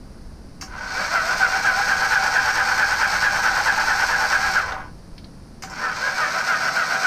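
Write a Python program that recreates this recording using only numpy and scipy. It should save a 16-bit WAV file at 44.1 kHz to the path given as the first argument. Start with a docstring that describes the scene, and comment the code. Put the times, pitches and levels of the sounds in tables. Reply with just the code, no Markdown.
"""Over a garage's low rumble a solenoid clacks, and an electric starter cranks a twin-cylinder motorcycle
engine, twice, without firing. The starter gears whine and grind through the cases, slowing at every
piston stroke (one cylinder harder than the other), while the chain churns and the valve train rattles
in the cooling fins. Between the tries the gears thud and coast to rest, and a plug lead taps the head."""
import sys
import numpy as np
from scipy import signal
from scipy.fft import rfft, irfft
from scipy.io import wavfile

SR = 44100
rng = np.random.default_rng(int(sys.argv[2]) if len(sys.argv) > 2 else 0)


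def wrap_up_sound(samples):
    """Save the sound to the file named by the first command line argument, as 16-bit audio."""
    columns = np.atleast_2d(samples).T
    # keep every value between -1 and 1, then stretch to whole-number steps
    tamed = np.clip(columns, -1, 1)
    steps = np.round(tamed * 32767).astype(np.int16)
    wavfile.write(sys.argv[1], SR, steps)


N = 311669

# tone of the garage air: (frequency [Hz], level [dB])
AIR_TONE = [(60, -36), (130, -6), (175, -3.5), (245, -7), (370, -14.5), (500, -17.5), (1460, -27.5),
            (3400, -40.5), (4700, -29), (5700, -32.5), (7300, -44), (9700, -36.5), (12000, -51),
            (15500, -54)]
# tone of the low rumble: (frequency [Hz], level [dB])
RUMBLE_TONE = [(12, -1), (28, -0.5), (45, -0.5), (80, -4), (120, -10), (200, -36), (500, -58)]
# fader ride on the rumble: (time [s], level [dB])
RUMBLE_FADER = [(0.0, -39), (1.01, -42.5), (5.07, -39.5), (6.87, -57.5), (6.95, -66)]

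# the hand-held plug lead touches the head: (time [s], relative level [dB])
LEAD_HITS = [(5.18, -28.5), (5.2435, -34)]
# tone of a tap: (frequency [Hz], level [dB])
LEAD_TONE = [(600, -5), (2000, -3), (2700, -1), (3600, 0), (4400, 10), (5700, -6), (7000, -21),
             (14000, -26)]
# the solenoid plunger snaps in and seats: (time [s], relative level [dB])
SOLENOID_HITS = [(0.6113, -19), (0.6213, -41), (5.6226, -20), (5.6334, -41), (5.6984, -28)]
# steely ring of the solenoid: (frequency [Hz], level [dB])
SOLENOID_TONE = [(1000, -4), (2800, -1.5), (3600, -22), (4600, 1), (5300, 4), (6200, 4.5), (7400, -8.5),
                 (9000, -12), (11000, -28), (12700, -17), (15500, -27)]
# the gear train takes up its backlash: (time [s], relative level [dB])
BACKLASH_HITS = [(0.623, -28), (4.691, -40), (4.722, -21.5), (5.636, -27.5)]
# tone of that thud: (frequency [Hz], level [dB])
BACKLASH_TONE = [(300, -24), (750, 0), (1100, 8), (1600, 8.5), (2300, -11.5), (5000, -2), (9000, -39)]

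# broad tone of the engine as valve train, chain and gears shake it: (frequency [Hz], level [dB])
FIN_TONE = [(1200, -15.5), (2300, -2.5), (2900, -14.5), (3600, -13.5), (4300, -2.5), (5500, -3.5),
            (6300, -7.5), (7100, -15), (8600, -16), (10000, -27), (11200, -36), (12300, -19),
            (13700, -26.5), (15500, -65)]
CHAIN_TONE = [(150, -19), (380, -17), (520, -10.5), (680, -6.5), (860, -3), (1020, 7), (1200, -5.5),
              (2000, -11), (5000, -49.5)]
GEAR_TONE = [(250, -45), (500, -19.5), (780, -29), (1100, -11.5), (1330, -1), (1520, 7), (1680, 3),
             (1950, -7), (2500, -12.5), (3100, -19), (6000, -43)]
# resonances of the crankcase and covers: (frequency [Hz], width [Hz], boost [dB])
CASE_MODES = [(495, 24, 5.5), (612.6, 28.5, 9.5), (634, 38, -3), (758.6, 26, 13.5), (1042.5, 60, -7),
              (1328, 62, 4.5), (1340, 18, 2), (1486, 30, 8), (1560, 25, -2), (1653, 43, 5.5),
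              (1713, 170, -11), (1910, 33, 1), (2160, 35, -18)]
# partials of the gear whine: (harmonic [x tooth rate], level [dB])
WHINE_PARTIALS = [(1, -6), (2, -2), (3, -6), (4, -9)]

# the two tries: (on [s], off [s], lead-in to the first heavy stroke [turns], its hardness [0-1])
STARTER_RUNS = [(.62, 4.62, .235, 0), (5.63, 7.1, .401, 1)]
# the starter spins up, coasts to rest and spins up again: (time [s], mean speed [teeth/s])
STARTER_SPEED = [(0.62, 0.0), (0.76, 324.1), (1.17, 677.3), (1.6, 768.6), (2.3, 843.1), (3.2, 847.0),
                 (4.15, 869.0), (4.56, 785.8), (4.63, 578.0), (4.94, 0.0), (5.63, 0.0), (5.75, 385.7),
                 (5.9, 443.2), (6.2, 605.3), (6.45, 654.0), (7.07, 698.4)]
# each layer swells with speed: (mean speed [teeth/s], gears [dB], chain [dB], valve train [dB])
LEVEL_BY_SPEED = [(0, -62, -71, -78), (112, -41.5, -48, -54), (284, -31, -36.5, -48),
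                  (385, -28.5, -35, -40), (480, -26.5, -31, -33.5), (640, -24, -29.5, -32.5),
                  (855, -22.5, -27, -31)]
# one crank turn in equal steps from the heavy stroke; the light stroke comes halfway:
# (speed swing [share], whine [dB], grind [dB], chain [dB], valve train [dB])
STROKE_CYCLE = [(0, 8, 5, 1, 0), (-.05, 5, 4.5, -1.5, -2), (-.08, -3.5, -0.5, -0.5, 0.5),
                (-.068, -7.5, -0.5, -2.5, 0.5), (-.03, -7, 1, 0, 2.5), (.03, 3, 3, 1.5, 2),
                (.025, 0, 3.5, 4, 1.5), (-.015, -4.5, 5, 0, 1.5), (-.05, -3, -3.5, -0.5, -0.5),
                (.015, -7, -3.5, -6.5, 1.5), (.065, -4.5, 3.5, 2, 3), (.06, 8, 5.5, 4, 2.5)]
# motor off, the gears go slack, the chain slaps and the valves close softly:
# (gears [dB], chain [dB], valve train [dB])
COAST_TRIM = (-3, 3.5, -6)


def from_db(db):
    """Decibels to gain."""
    return 10 ** (np.asarray(db) / 20)


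def automation(rows):
    """A (time, value) curve at every sample."""
    return np.interp(np.arange(N) / SR, *np.transpose(rows))


def unit_power(x):
    """Scale to an RMS of 1."""
    return x / np.sqrt(np.mean(x ** 2) + 1e-20)


def drift(rate_hz):
    """Smooth random wobble of unit power."""
    lowpass = signal.butter(2, rate_hz, fs=SR, output="sos")
    return unit_power(signal.sosfilt(lowpass, rng.standard_normal(N + SR))[SR:])


def through(x, response):
    """Pass a sound through an impulse response."""
    return signal.oaconvolve(x, response)[:N]


def body(tone, modes=(), size=16384):
    """Minimum-phase impulse response of unit energy: a broad tone with narrow resonances on it."""
    hz = np.maximum(np.fft.rfftfreq(size, 1 / SR), 1)
    tone_hz, tone_db = np.transpose(tone)
    level_db = np.interp(np.log(hz), np.log(tone_hz), tone_db)
    for centre, width, db in modes:
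        level_db += db / (1 + (2 * (hz - centre) / width) ** 2)
    cepstrum = irfft(np.log(from_db(level_db)))
    response = irfft(np.exp(rfft(2 * cepstrum[:size // 2], size)))
    return response / np.linalg.norm(response)


def reverb(x, t60_s, wet_db):
    """Blend in a dense dying tail, keeping the power."""
    t = np.arange(SR // 2) / SR
    tail = rng.standard_normal(len(t)) * from_db(-60 * t / t60_s) * (1 - np.exp(-t / .002))
    wet = from_db(wet_db)
    return (x + wet * through(x, tail / np.linalg.norm(tail))) / np.sqrt(1 + wet ** 2)


def contacts(per_s, spread_db):
    """Random clicks of uneven strength, at unit power."""
    sizes = from_db(spread_db * np.clip(rng.standard_normal(N), -2, 2)) * rng.choice([-1, 1], N)
    return unit_power(sizes * (rng.random(N) < per_s / SR))


def blows(hits, gain_db, chatter_s):
    """Each blow is a short burst of bounces, played as dying noise."""
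    t = np.arange(SR // 20) / SR
    track = np.zeros(N)
    for time_s, level_db in hits:
        start = round(time_s * SR)
        burst = rng.standard_normal(len(t)) * np.exp(-t / chatter_s)
        track[start:start + len(t)] += from_db(level_db + gain_db) * burst / np.linalg.norm(burst)
    return track


def cover(x, pitch_hz=768, t60_s=.3):
    """One engine cover rings on far longer than the rest; gain 1 at its pitch."""
    radius = from_db(-60 / (t60_s * SR))
    feedback = [1, -2 * radius * np.cos(2 * np.pi * pitch_hz / SR), radius ** 2]
    return signal.lfilter((1 - radius ** 2) / 2 * np.array([1, 0, -1]), feedback, x + 1e-18)


def room_tone(air_db=-44):
    """The bed: steady garage air over a low rumble that fades at the end."""
    air = through(rng.standard_normal(N), body(AIR_TONE))
    rumble = through(rng.standard_normal(N), body(RUMBLE_TONE))
    return from_db(air_db) * air + from_db(automation(RUMBLE_FADER)) * rumble


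def plug_lead():
    """The lead ticks lightly and drily against the cylinder head."""
    return through(blows(LEAD_HITS, gain_db=14.0, chatter_s=.0059), body(LEAD_TONE))


def backlash(cover_db=32.0):
    """The gears take up their play with a thud that rings the case and the cover."""
    knocks = blows(BACKLASH_HITS, gain_db=21.5, chatter_s=.004)
    return through(knocks, body(BACKLASH_TONE, CASE_MODES)) + from_db(cover_db) * cover(knocks)


def solenoid():
    """The plunger slams home with a bright, steely clack."""
    snaps = blows(SOLENOID_HITS, gain_db=17.5, chatter_s=.0061)
    return reverb(through(snaps, body(SOLENOID_TONE)), t60_s=.18, wet_db=2.5)


def valve_train(tooth_hz, force, full_hz=850):
    """Many small steel contacts keep the cooling fins ringing; slow contacts are duller."""
    ticks = through(force * contacts(per_s=1800, spread_db=2.0), body(FIN_TONE))
    treble = signal.sosfiltfilt(signal.butter(1, 7200, "high", fs=SR, output="sos"), ticks)
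    dullness = np.clip(1.27 * (1 - tooth_hz / full_hz), 0, 1)
    return reverb(ticks - dullness * treble, t60_s=.08, wet_db=-10.0)


def chain(tooth_hz, force, churn_db=-2.0, hum_db=-19.5, cover_db=8.0, full_hz=800):
    """Rollers shake the case; their hum grows with speed and wakes the cover as it passes its pitch."""
    phase = 2 * np.pi * np.cumsum(tooth_hz) / SR
    hum = force * tooth_hz / full_hz * np.sin(phase) * (.8 + .8 * drift(70))
    rollers = from_db(churn_db) * force * contacts(per_s=2500, spread_db=1.5)
    churn = through(rollers, body(CHAIN_TONE, CASE_MODES))
    midrange = body([(400, -20), (620, 0), (900, 0), (1300, -20)])
    return churn + from_db(hum_db) * through(hum, midrange) + from_db(cover_db) * cover(hum)


def gears(tooth_hz, pressure, force, whine_db=-17.5, grind_db=-3.0, torque_db=23.0, full_hz=850):
    """Meshing teeth whine under load; each also lands with a small knock that rings the case."""
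    pace = tooth_hz / full_hz
    teeth = np.cumsum(tooth_hz * (1 + .004 * drift(90))) / SR
    mesh = sum(from_db(db) * np.sin(2 * np.pi * harmonic * teeth) for harmonic, db in WHINE_PARTIALS)
    # near full speed the pinion bounces and splits the whine into side tones
    bounce = 1 + pace ** 6 * (.7 * np.sin(2 * np.pi * teeth / 7) + .7 * drift(160))
    # a slowed motor pushes harder; a creeping one hardly sings
    effort = from_db(whine_db + torque_db * (1 - pace)) * np.clip((pace - .4) / .18, 0, 1)
    whine = through(effort * pressure * bounce * mesh, body(GEAR_TONE))
    landings = np.diff(np.floor(teeth + .12 * drift(300)), prepend=0) > 0
    knocks = unit_power(landings * rng.uniform(-.93, 1, N))
    grind = through(force * knocks, body(GEAR_TONE, CASE_MODES))
    return whine + from_db(grind_db) * grind


def starter(teeth_per_turn=186.8, full_hz=800, shove_db=2.5, shove_peak_s=.056, release_s=.017):
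    """The starter winds the crank round; each stroke swings the tooth rate and the four layer gains."""
    t = np.arange(N) / SR
    mean_hz = automation(STARTER_SPEED)
    turns, hardness, shove, coasting = np.zeros((4, N))
    for on_s, off_s, lead_in, first_hardness in STARTER_RUNS:
        run = t >= on_s
        turns[run] = np.cumsum(mean_hz[run]) / SR / teeth_per_turn - lead_in
        hardness[run] = np.interp(turns[run], [0, .5], [first_hardness, 1])
        age = (t[run] - on_s) / shove_peak_s
        shove[run] = (age * np.exp(1 - age)) ** 2  # from rest the motor leans harder on the gears
        coasting[run] = np.clip((t[run] - off_s) / release_s, 0, 1)
    steps = np.arange(len(STROKE_CYCLE)) / len(STROKE_CYCLE)
    swing, *load_db = [np.interp(turns, steps, curve, period=1) for curve in np.transpose(STROKE_CYCLE)]
    speeds, *levels = np.transpose(LEVEL_BY_SPEED)
    gear_db, chain_db, valve_db = [np.interp(mean_hz, speeds, level) + coasting * trim_db
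                                   for level, trim_db in zip(levels, COAST_TRIM)]
    gear_db += shove_db * shove
    gains = from_db(np.array([gear_db, gear_db, chain_db, valve_db]) + hardness * np.array(load_db))
    depth = np.minimum((full_hz / np.maximum(mean_hz, 1)) ** .8, 1.4)  # a slow flywheel swings further
    return mean_hz * (1 + depth * swing), gains


def scene(room_db=-6.5, width_db=-3.0):
    """The engine close up in the garage; only the highest treble has any stereo width."""
    tooth_hz, (pressure, gear_force, chain_force, valve_force) = starter()
    engine = gears(tooth_hz, pressure, gear_force) + chain(tooth_hz, chain_force)
    engine += valve_train(tooth_hz, valve_force)
    engine += solenoid() + backlash() + plug_lead()
    mid = reverb(engine, t60_s=.16, wet_db=room_db) + room_tone()
    sizzle = signal.sosfilt(signal.butter(10, 11500, "high", fs=SR, output="sos"), mid)
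    side = from_db(width_db) * sizzle * drift(300)
    return np.array([mid + side, mid - side])


def record(dry, ceiling=.44, cutoff_hz=15300):
    """Soft clipping rounds the peaks, then a steep low-pass trims the top."""
    lowpass = signal.ellip(12, .1, 80, cutoff_hz, fs=SR, output="sos")
    return signal.sosfilt(lowpass, ceiling * np.tanh(dry / ceiling))


dry = scene()
out = record(dry)
wrap_up_sound(out)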